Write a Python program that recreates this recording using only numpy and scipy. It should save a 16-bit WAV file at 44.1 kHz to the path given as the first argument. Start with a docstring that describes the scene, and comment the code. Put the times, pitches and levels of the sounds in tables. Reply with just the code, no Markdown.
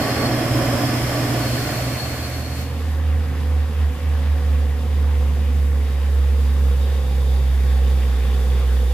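"""A wet hill road, heard from the verge, with diesel trucks labouring up it.
A six-cylinder tanker pulls away: firing-locked exhaust lines, noise puffs rung through body resonances,
gear whine and a swelling turbo whistle, all faded out by about three seconds.
A four-cylinder box truck fades in and comes nearer: its deep firing note sags under load,
over muffler rasp, block clatter, faint turbo whines, intake rush and filtered-noise tyre hiss."""
import sys
import numpy as np
from scipy import signal
from scipy.fft import rfft, irfft, next_fast_len
from scipy.io import wavfile

SR = 44100
rng = np.random.default_rng(int(sys.argv[2]) if len(sys.argv) > 2 else 0)


def waveform_to_disk(signal):
    """Save audio, clipped to [-1, 1], as 16-bit WAV at the path in sys.argv[1]."""
    frames = np.transpose(np.atleast_2d(signal))
    scaled = np.clip(frames, -1, 1) * 32767
    samples = np.round(scaled).astype(np.int16)
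    wavfile.write(sys.argv[1], SR, samples)


N = 393813
TIME = np.arange(N) / SR
SIZE = next_fast_len(N, real=True)
HZ = np.maximum(np.arange(SIZE // 2 + 1) * SR / SIZE, 1)

# exhaust lines locked to the engine: multiple_of_firing_rate, relative_level_db
TANKER_ORDERS = [(.52, -12), (1, 0), (1.88, -14), (2.333, -6.5), (3.39, -13), (4.54, -15), (5.28, -16)]
BOX_ORDERS = [(3, -0.5), (4, -2), (6, -6), (6.65, -6), (7, -9), (7.5, -10), (8, -9), (12.3, -6)]
# singing gears and engine drives: multiple_of_firing_rate, relative_level_db
TANKER_WHINES = [(6.82, -26), (9.43, -14.5), (12.1, -24.5), (14.06, -26), (15.3, -27), (17.3, -27),
                 (25.3, -32), (26.6, -29)]
# strength of each cylinder in firing order: level_db
SIX_CYLINDERS = [0.58, -0.81, 0.31, 0.36, -0.16, 0.98]
FOUR_CYLINDERS = [0.07, 0.11, -0.33, -0.16]
# exhaust and body resonances: centre_hz, width_hz, relative_level_db
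TANKER_BODY = [(99, 21, 0.5), (137, 16, 1), (236, 31, -4), (279, 69, -0.7), (328, 34, -2), (438, 55, -11),
               (551, 82, -5.5), (637, 98, -6), (721, 35, -5.5), (1053, 220, -15.5)]
BOX_BODY = [(98, 150, -0.5), (134, 29, 0), (167, 20, -2), (216, 13.5, -1), (238, 51, -2.5)]
# muffler resonances, changing round the bend: centre_hz, width_hz, far_level_db, near_level_db
BOX_MUFFLER = [(378.6, 34, -2, 1.5), (415, 22, 1, -0.5), (447.7, 20, -1.5, 2.5), (489.5, 46, 4, 4.5),
               (546, 29.5, 2, 2), (743, 33, -0.5, -4), (804, 28, -12, -0.5), (898, 24, -10, -8.5),
               (1103, 72, -6.5, -9)]
# ringing of the tanker's engine block: centre_hz, width_hz, relative_level_db
TANKER_BLOCK = [(1045, 26, 6.5), (1493, 33, 2), (1750, 86, 0), (1910, 50, -5), (2110, 31, -0.5),
                (2440, 68, -11), (2530, 52, -10), (3054, 58, -0.5)]
# air intake resonances: centre_hz, width_hz, relative_level_db
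INTAKE = [(805, 42, -3), (2340, 180, -10), (3420, 300, 1), (3650, 270, 1.5), (4600, 910, -7)]
# spectrum of the engine block clatter: frequency_hz, relative_level_db
TANKER_CLATTER = [(410, -0.5), (700, 1.5), (870, 0), (1120, -20), (1220, -1.5), (1760, -4.5), (2840, -11.5),
                  (3160, -19), (3900, -60), (4200, -29), (5460, -51), (9240, -120)]
BOX_CLATTER = [(400, -33), (650, -3), (780, -2), (930, -3.5), (1100, -2.5), (1380, -6.5), (1880, -4),
               (2150, -7.5), (2600, -8.5), (3200, -10.5), (3700, -11.5), (4050, -18), (4850, -17),
               (9000, -51)]
# spectrum of the tyre spray: frequency_hz, relative_level_db
TANKER_HISS = [(40, 7), (65, 29.5), (300, 16), (1000, 6), (2100, 11), (3200, 5.5), (3900, 3), (4700, 5),
               (5600, 2.5), (6700, 0.5), (7600, 1.5), (9500, -1.5), (12500, 1), (15500, -5.5)]
BOX_HISS = [(25, 23), (45, 23), (110, 17.5), (300, 21), (1000, 7), (3600, 4), (5500, 3), (7500, 0.5),
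            (8700, -3.5), (9700, -1), (12500, -0.5), (15500, -4)]
# stereo width: frequency_hz, side_minus_mid_db
TANKER_WIDTH = [(60, -21), (110, -21), (200, -33), (380, -10), (690, -12), (1280, -3), (2360, -4.5),
                (4350, 3), (8030, 0), (14800, 0)]
BOX_WIDTH = [(60, -17.5), (110, -26), (200, -11), (380, -17.5), (690, -11.5), (1280, -6.5), (2360, -6),
             (4350, -3.5), (8030, 3.5), (14800, 1.5)]
# stereo balance: frequency_hz, left_minus_right_db
TANKER_LEAN = [(60, -1), (110, -3.5), (200, -4.5), (380, -0.5), (690, -3), (1280, -5.5), (2360, -2),
               (4350, 0.5), (8030, 1), (14800, 0.5)]
BOX_LEAN = [(60, -5), (110, 2), (200, -5), (380, -1), (690, -2), (1280, -1.5), (2360, 1), (4350, -2),
            (8030, 1), (14800, 2.5)]
# swells of the tanker's exhaust roar: centre_s, half_width_s, height_db
ROAR_SWELLS = [(.03, .25, -2.5), (.45, 0.15, 1.6), (.85, .17, 1.5), (1.251, .15, 0.4), (1.72, 0.12, 1.6),
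               (2.5, .12, -1)]
# swells of the box truck's mutter: centre_s, half_width_s, boom_db, rasp_db, clatter_db
MUTTER_SWELLS = [(2.95, .2, -1.5, 2, 0.5), (3.3, 0.21, 3.5, 0, 1), (3.53, .07, 0, 1.5, -0.5),
                 (3.7, 0.2, -2, -0.5, 1), (4.25, 0.31, 0, 0.5, 2), (5.2, .06, 0, 1.5, -0.5),
                 (5.25, 0.32, 3, -1, 1), (5.7, 0.26, -0.5, -1.5, -1), (6.05, 0.069, -8, -1, 0),
                 (6.55, 0.12, 2.5, -2, 0.5), (7.2, 0.22, 1, 1.5, 0), (7.5, 0.1, -4, -1.5, -1),
                 (8.15, 0.17, 4, 0.5, 1.5), (8.6, 0.22, 2.5, 1.5, 1.5)]
# dips of the box truck's note on its way through the air: centre_s, depth_db, half_width_s, phase_lag_rad
NOTE_DIPS = [(3.33, 7, 0.15, -0.42), (3.71, 6.5, 0.08, 0.5), (3.98, 11.5, 0.074, 1.8),
             (4.22, 3.5, 0.057, 0), (4.42, 3, 0.067, -0.67), (4.8, 4.5, 0.15, 2.1), (5.33, 2, 0.18, 0.39),
             (5.93, 2.5, 0.19, -0.2), (7.05, 3, .16, -1.2), (8.27, 2, 0.18, 1)]
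# swells of the tanker's turbo whistle: start_s, end_s, starting_pitch_hz, relative_level_db
WHISTLE_SWELLS = [(-.06, .42, 4405, -33.5), (0.25, .52, 4430, -44), (.52, .72, 4460, -38),
                  (0.8, .99, 4475, -35.5), (0.98, 1.45, 4400, -43), (1.33, 1.96, 4390, -34.5),
                  (1.88, 2.24, 4360, -33), (2.14, 2.74, 4365, -34.5), (2.62, 3.1, 4360, -39),
                  (1.4, 2.75, 4260, -43)]
# breathy strands of the tanker's turbo: pitch_hz, relative_level_db
BREATHY_STRANDS = [(3290, -42.5), (5140, -42), (5205, -40), (5285, -41)]
# box truck turbo whines, as the intake turns to the verge: entry_pitch_hz, level_db, loudest_s, half_width_s
BOX_WHINES = [(3800, -55, 6.9, 1.7), (4850, -61, 6.7, 1.3), (9850, -64, 7.4, 2.7)]
# surges and lulls of the spray: centre_s, half_width_s, height_db
SPRAY_SURGES = [(.33, 0.065, -1.5), (0.469, 0.06, -1), (1.65, 0.3, 0.3), (2.45, 0.048, -1.2),
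                (2.61, .05, 4.5), (2.73, 0.12, -4)]
BOX_SURGES = [(2.85, .13, 1.5), (4.45, .14, .7), (5.6, 0.22, -.6), (6.8, 0.55, .5)]   # wetter and drier road

# tanker engine (firings per s): picks up the last of its revs, then hovers
TANKER_HZ, PICKUP_HZ, PICKUP_S = 121.4, 1.9, 0.3
HUNT_HZ = 0.2   # slow hunting of either engine's firing rate
# the roar sinks as the tanker drives off; the note builds as the tailpipe comes into view
TANKER_NOTE_DB, NOTE_BUILD_DB, NOTE_BUILD_S = -20.3, 15, 0.28
ROAR_DB, RECEDE_DB_PER_S, TANKER_SPRAY_DB = -22.5, 2, -27.5
TANKER_FADE_S, TANKER_GONE_S = 1.46, 2.87
# tanker turbo
WHISTLE_ATTACK_S, WHISTLE_RELEASE_S = 0.083, 0.13
WHISTLE_SAG_HZ_PER_S, WHISTLE_WANDER_HZ = 52, 8.35
BREATHY_WANDER_HZ, BREATHY_BUILD_DB, BREATHY_BUILD_S = 17, 2, 0.75
BREATHY_END_S, BREATHY_RELEASE_S = 2.08, 1.28
# box truck: fade-in, and the firing rate (firings per s) at entry, dragged down by the hill
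BOX_ENTERS_S, BOX_FADE_S = 1.8, 1
BOX_HZ, SAG_HZ_PER_S = 79.6, 2.36
# box truck approach: distance at entry, road speed, and its bend
DISTANCE_M, SPEED_M_PER_S = 77, 6
BEND_S, BEND_LENGTH_S = 4.6, 2.4
BOX_LAG_S = 4.5e-5   # later arrival on the right side
# box truck firing note, and the tailpipe resonance that lifts its octave
BOX_NOTE_DB, BOX_NOTE_FULL_S = -12.8, 3.15
BOX_NOTE_BUILD_DB_PER_S, BOX_NOTE_RISE_DB, NOTE_WAVER_RAD = 22.5, 10, 0.27
PIPE_HZ, PIPE_HALF_WIDTH_HZ, OCTAVE_DB = 130.5, 6, -36.3
WHINE_SAG_PER_S, WHINE_WANDER = 0.0045, 0.0019   # shares of the pitch
CUTOFF_HZ = 15450


def tanker():
    """Six cylinders at high revs, driving away; the engine fades along a steeper curve than the note."""
    speed = TANKER_HZ - PICKUP_HZ * np.exp(-TIME / PICKUP_S) + HUNT_HZ * drift(0.95)
    firing = turns(speed)
    recede_db = -RECEDE_DB_PER_S * TIME
    fade = release(TANKER_GONE_S, TANKER_GONE_S - TANKER_FADE_S)
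    beat = rattle(firing, SIX_CYLINDERS, TANKER_HZ, slack=0.025)
    layers = tanker_roar(firing, beat) + tanker_clatter(firing, beat) + tanker_tones(firing, speed)
    engine = from_db(ROAR_DB + recede_db) * layers
    return fade ** 0.5 * tanker_note(firing, recede_db) + fade ** 0.93 * engine + tanker_spray()


def tanker_note(firing, recede_db):
    """Firing note and its near-half-rate line: pressure pulses from the tailpipe, building then receding."""
    note_db = TANKER_NOTE_DB - NOTE_BUILD_DB * np.exp(-TIME / NOTE_BUILD_S) + 1.3 * recede_db
    note = exhaust_note(firing, TANKER_ORDERS[:2], waver_db=1.8, overtone_waver=0.61)
    return pan(from_db(note_db) * note, left_db=-1.0)


def tanker_roar(firing, beat):
    """Turbulent gas, pulsed at each firing and rung through the exhaust and body."""
    gas = rms_one(puffs(firing, SIX_CYLINDERS, depth=0.2))
    gas = gas + 0.25 * knocks(firing, SIX_CYLINDERS, uneven=0.15) + 0.75 * beat
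    roar = outdoors(gas, resonances(TANKER_BODY), TANKER_WIDTH, TANKER_LEAN)
    return from_db(table_swells(ROAR_SWELLS)) * roar


def tanker_clatter(firing, beat):
    """Combustion noise and valve rattle ring the engine block."""
    casing = gain_at(TANKER_CLATTER, HZ) + from_db(-5.5) * resonances(TANKER_BLOCK)
    source = puffs(firing, SIX_CYLINDERS, depth=0.18) + 0.8 * beat
    block = outdoors(source, casing, TANKER_WIDTH, TANKER_LEAN)
    return from_db(-6.0) * patchy(block, depth_db=2.0, rate=14, count=24)


def tanker_tones(firing, speed):
    """Upper exhaust lines and gear whines, both tied to the revs; the exhaust lines sink faster."""
    lines = exhaust_note(firing, TANKER_ORDERS[2:], waver_db=3.0, overtone_waver=0.8)
    gears = 0
    for multiple, db in TANKER_WHINES:
        gears = gears + from_db(db) * whistle(multiple * speed, spread_hz=14.0, rough=1.0)
    return pan(from_db(-6.3 - 3.5 * TIME) * lines + from_db(-1.2 * TIME) * gears, left_db=0.5)


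def box_truck():
    """Four cylinders lugging at low revs, coming closer."""
    speed = BOX_HZ - SAG_HZ_PER_S * (TIME - BOX_ENTERS_S) + HUNT_HZ * drift(2)
    firing = turns(speed)
    revs = speed / BOX_HZ
    turned = ramp(BEND_S, BEND_LENGTH_S)
    s, half_width, *heights_db = np.transpose(MUTTER_SWELLS)
    boom_swell, rasp_swell, clatter_swell = (from_db(swells(s, half_width, db)) for db in heights_db)

    muffler = np.array(BOX_MUFFLER)
    low = resonances(BOX_BODY)
    far, near = resonances(muffler[:, [0, 1, 2]]), resonances(muffler[:, [0, 1, 3]])

    fade = ramp(BOX_ENTERS_S, BOX_FADE_S)
    lines = box_lines(firing, low + (far + near) / 2)
    overtones = box_octave(firing, speed) + boom_swell * box_growl(firing, revs) + rasp_swell * lines
    tones = pan(np.sqrt(fade) * box_note(firing) + fade * overtones, left_db=-2.5)
    mutter = boom_swell * box_boom(firing, revs, low) + rasp_swell * box_rasp(firing, far, near, turned)
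    return tones + fade * (mutter + clatter_swell * box_clatter(firing) + box_spray())


def box_note(firing):
    """The deep firing note: it builds, then holds, wavering a little, with brief dips that bend its pitch."""
    build_db = np.clip(BOX_NOTE_BUILD_DB_PER_S * (BOX_NOTE_FULL_S - TIME), 0, BOX_NOTE_RISE_DB)
    s, depth_db, half_width, lag = np.transpose(NOTE_DIPS)
    dip_db = swells(s, half_width, depth_db)
    waver = NOTE_WAVER_RAD * drift(3.4) - swells(s, half_width, lag)
    level = from_db(BOX_NOTE_DB - build_db - dip_db + 0.54 * drift(5.7))
    return level * np.sin(2 * np.pi * firing + waver)


def box_octave(firing, speed):
    """The note's octave, swelling as the sagging revs carry it into a tailpipe resonance."""
    pipe = from_db(OCTAVE_DB) / np.hypot(1, (2 * speed - PIPE_HZ) / PIPE_HALF_WIDTH_HZ)
    return pipe * exhaust_note(firing, [(2, 0)], waver_db=3.0, overtone_waver=0.19)


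def box_growl(firing, revs):
    """A half-order line from uneven cylinders, weakening with the revs."""
    growl = exhaust_note(firing, [(3.5, 0)], waver_db=2.0, overtone_waver=0.35)
    return from_db(-42.5) * revs ** 1.54 * growl


def box_lines(firing, colour):
    """Higher exhaust lines, lighting up as the sagging revs carry them through the resonances."""
    lines = exhaust_note(firing, BOX_ORDERS, waver_db=3.0, overtone_waver=0.65)
    rung = irfft(rfft(lines, SIZE) * colour, SIZE)[:N]
    return approaching(-42.5, follows=0.3) * rms_one(rung)


def box_boom(firing, revs, low):
    """Gas puffs ring the low exhaust and body resonances, weakening with the revs."""
    boom = outdoors(puffs(firing, FOUR_CYLINDERS, depth=0.071), low, BOX_WIDTH, BOX_LEAN)
    return from_db(-34.0) * revs ** 3.3 * boom


def box_rasp(firing, far, near, turned):
    """Pulsed gas rasps in the muffler, whose colour crossfades as the truck comes round the bend."""
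    gas = rms_one(puffs(firing, FOUR_CYLINDERS, depth=0.25))
    gas = gas + 0.4 * knocks(firing, FOUR_CYLINDERS, uneven=0.2)
    gas = gas + 0.75 * rattle(firing, FOUR_CYLINDERS, BOX_HZ, slack=0.02)
    before = (1 - turned) * outdoors(gas, far, BOX_WIDTH, BOX_LEAN)
    after = turned * outdoors(gas, near, BOX_WIDTH, BOX_LEAN)
    return approaching(-41.5, follows=0.56) * (before + after)


def box_clatter(firing):
    """Combustion noise radiated by the engine block, its bands swelling separately."""
    source = puffs(firing, FOUR_CYLINDERS, depth=0.12)
    block = outdoors(source, gain_at(BOX_CLATTER, HZ), BOX_WIDTH, BOX_LEAN)
    level = approaching(-41.0, follows=0.02) * from_db(0.5 * drift(4.0))
    return level * patchy(block, depth_db=1.5, rate=8.4, count=9)


def tanker_turbo():
    """A thin rotor whistle in swells and a few breathy strands, reaching each side by a different path."""
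    thin_whistle = 0
    for start, end, hz, db in WHISTLE_SWELLS:
        pitch = hz - WHISTLE_SAG_HZ_PER_S * (TIME - start) + WHISTLE_WANDER_HZ * drift(7.1)
        thin = from_db(-2.0 + 1.5 * drift(13.0)) * whistle(pitch, spread_hz=32, rough=1.8)
        echo = from_db(-8.0) * np.array([whistle(pitch, spread_hz=130, rough=1.8) for side in "LR"])
        swell = from_db(db) * ramp(start, WHISTLE_ATTACK_S) * release(end, WHISTLE_RELEASE_S)
        thin_whistle = thin_whistle + swell * (thin * [[1], [-0.4]] + echo)
    breathy, sway = 0, drift(2.48)   # the strands share the sway
    for hz, db in BREATHY_STRANDS:
        pitch = hz + BREATHY_WANDER_HZ * (drift(4.06) + sway)
        strand = np.array([whistle(pitch, spread_hz=68, rough=3.5) for side in "LR"])
        breathy = breathy + from_db(db) * strand
    build = from_db(-BREATHY_BUILD_DB * (1.5 - ramp(0, BREATHY_BUILD_S)))
    breathy = release(BREATHY_END_S, BREATHY_RELEASE_S) * build * breathy
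    return release(end_s=2.94, length_s=1.6) ** 0.63 * thin_whistle + breathy


def box_turbo():
    """Faint whines sinking with the boost, over intake rush that opens up as the cab comes round the bend."""
    rush = outdoors(rng.standard_normal((2, N)), resonances(INTAKE), BOX_WIDTH, BOX_LEAN)
    boost = 1 - WHINE_SAG_PER_S * (TIME - BOX_ENTERS_S) + WHINE_WANDER * drift(1.0)
    whines = 0
    for hz, db, at, half_width in BOX_WHINES:
        tone = np.array([whistle(hz * boost, spread_hz=54, rough=2.0) for side in "LR"])
        whines = whines + swells([at], [half_width], [from_db(db)]) * tone
    intake = approaching(-55.0, follows=2.0) * from_db(1.2 * drift(7.0)) * rush
    return whines + ramp(start_s=5.44, length_s=1.4) * intake


def tanker_spray():
    """Tyre hiss: coloured noise in surges and lulls, with a fade of its own."""
    hiss = outdoors(rng.standard_normal((2, N)), gain_at(TANKER_HISS, HZ), TANKER_WIDTH, TANKER_LEAN)
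    level = from_db(TANKER_SPRAY_DB + table_swells(SPRAY_SURGES))
    return release(end_s=3.004, length_s=1.34) ** 0.82 * level * hiss


def box_spray():
    """Water thrown off the tread in uneven sheets: coloured noise of wavering level."""
    splash = rng.standard_normal((2, N)) * from_db(0.5 * drift(9) + table_swells(BOX_SURGES))
    return approaching(-42.7, follows=0.7) * outdoors(splash, gain_at(BOX_HISS, HZ), BOX_WIDTH, BOX_LEAN)


def puffs(firing, cylinders, depth):
    """A burst of turbulence at each firing, every cylinder with its own strength."""
    strength = from_db(cylinders)[firing.astype(int) % len(cylinders)]
    return rng.standard_normal((2, N)) * strength * np.exp(depth * np.cos(2 * np.pi * firing))


def knocks(firing, cylinders, uneven):
    """One pressure pulse per firing, each of chance strength; rms 1."""
    fired = np.diff(np.floor(firing), prepend=0)
    strength = from_db(cylinders)[firing.astype(int) % len(cylinders)]
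    return rms_one(fired * strength * (1 + uneven * rng.standard_normal(N)))


def rattle(firing, cylinders, firing_hz, slack):
    """Valves and injectors rattle in a pattern that repeats each engine cycle and slowly changes."""
    size = int(len(cylinders) * SR / firing_hz)   # samples per engine cycle
    place = ((firing + slack * drift(3)) / len(cylinders) * size).astype(int) % size
    patterns = rng.standard_normal((6, 2, size))   # six to blend, each direct and scattered
    return rms_one(sum(pattern[:, place] * drift(1.5) for pattern in patterns))


def exhaust_note(firing, orders, waver_db, overtone_waver):
    """Lines locked to the engine; the phase wavers away from the firing note, and every level wavers."""
    out = 0
    for order, db in orders:
        loose = overtone_waver * min(abs(order - 1), 1)
        phase = (2 * np.pi * order * firing + loose * drift(3.6)).astype(np.float32)
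        out = out + from_db(db + waver_db * drift(11.7)) * np.sin(phase)
    return rms_one(out)


def whistle(hz, spread_hz, rough):
    """A fast rotor's tone: a steady core, with turbulent air scattering a narrow band around it."""
    phase = (2 * np.pi * (turns(hz) % 1)).astype(np.float32)
    scatter = rough / np.sqrt(2)
    in_phase = (1 + scatter * drift(spread_hz)) * np.cos(phase)
    return rms_one(in_phase + scatter * drift(spread_hz) * np.sin(phase))


def resonances(modes):
    """Gain of a set of steep-sided resonances, summed in power."""
    power = 0
    for hz, width, db in modes:
        skirt = 1 + ((HZ - hz * hz / HZ) / (1.59 * width)) ** 2
        power = power + from_db(db) ** 2 / (skirt * skirt * skirt)
    return np.sqrt(power)


def outdoors(pair, colour, width, lean):
    """Colour a direct and a scattered signal and spread them over both sides by frequency; rms 1."""
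    direct, scattered = rfft(pair, SIZE) * colour
    side = scattered * gain_at(width, HZ)
    tilt = np.sqrt(gain_at(lean, HZ))
    return rms_one(irfft([(direct + side) * tilt, (direct - side) / tilt], SIZE)[:, :N])


def patchy(x, depth_db, rate, count):
    """Moving air lets neighbouring bands swell and sink on their own; rms 1."""
    spectrum, centres = rfft(x, SIZE), np.log(np.geomspace(400, 4000, count))
    out = 0
    for one in np.eye(count):   # overlapping triangular bands
        band = irfft(spectrum * np.interp(np.log(HZ), centres, one), SIZE)[:, :N]
        out = out + band * from_db(depth_db * drift(rate))
    return rms_one(out)


def approaching(db, follows):
    """Gain following a share of the box truck's growing nearness; db is its level halfway."""
    distance = np.maximum(DISTANCE_M - SPEED_M_PER_S * (TIME - BOX_ENTERS_S), 1)
    halfway = np.median(distance[TIME > BOX_ENTERS_S])
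    return from_db(db) * (halfway / distance) ** follows


def swells(s, half_width, height):
    """Sum of smooth, brief rises or dips."""
    return sum(h * np.exp(-np.minimum(((TIME - at) / w) ** 2, 20))
               for at, w, h in zip(s, half_width, height))


def table_swells(table):
    """Level curve in dB from rows of centre_s, half_width_s, height_db."""
    return swells(*np.transpose(table))


def ramp(start_s, length_s):
    """Rises from 0 to 1, then holds."""
    return np.clip((TIME - start_s) / length_s, 0, 1)


def release(end_s, length_s):
    """Holds 1, then falls to 0 at the end."""
    return np.clip((end_s - TIME) / length_s, 0, 1)


def drift(rate):
    """Slow chance of spread 1, changing about rate times a second."""
    step, settle = 40, 2000   # drawn every 40 samples; the filter's start is dropped
    r = np.exp(-2 * np.pi * rate * step / SR)
    noise = rng.standard_normal(N // step + settle + 2)
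    slow = signal.lfilter([1], [1, -2 * r, r * r], noise)[settle:]
    return np.interp(np.arange(N) / step, np.arange(len(slow)), rms_one(slow))


def turns(hz):
    """Cycles completed so far."""
    return np.cumsum(hz) / SR


def pan(x, left_db):
    """Place a source between the two sides; left_db is left minus right."""
    return x * from_db([[left_db / 2], [-left_db / 2]])


def gain_at(points, hz):
    """Gain of a frequency_hz, level_db table, joined on a log-frequency axis."""
    f, db = np.transpose(points)
    return from_db(np.interp(np.log(hz), np.log(f), db))


def from_db(db):
    """Decibels to gain."""
    return np.exp(np.asarray(db) * (np.log(10) / 20))


def rms_one(x):
    """Scale to unit power."""
    return x / np.sqrt(np.mean(x ** 2) + 1e-20)


def scene():
    """One truck gives way to the other, whose sound reaches the right side slightly late."""
    left, right = box_truck() + box_turbo()
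    box = np.array([left, np.interp(TIME - BOX_LAG_S, TIME, right)])
    return tanker() + tanker_turbo() + box


def record(dry):
    """Cut the top steeply, over 200 Hz around the cutoff."""
    passed = np.clip((CUTOFF_HZ - HZ) / 200 + 0.5, 0, 1)
    return irfft(rfft(dry, SIZE) * passed, SIZE)[:, :N]


dry = scene()
out = record(dry)
waveform_to_disk(out)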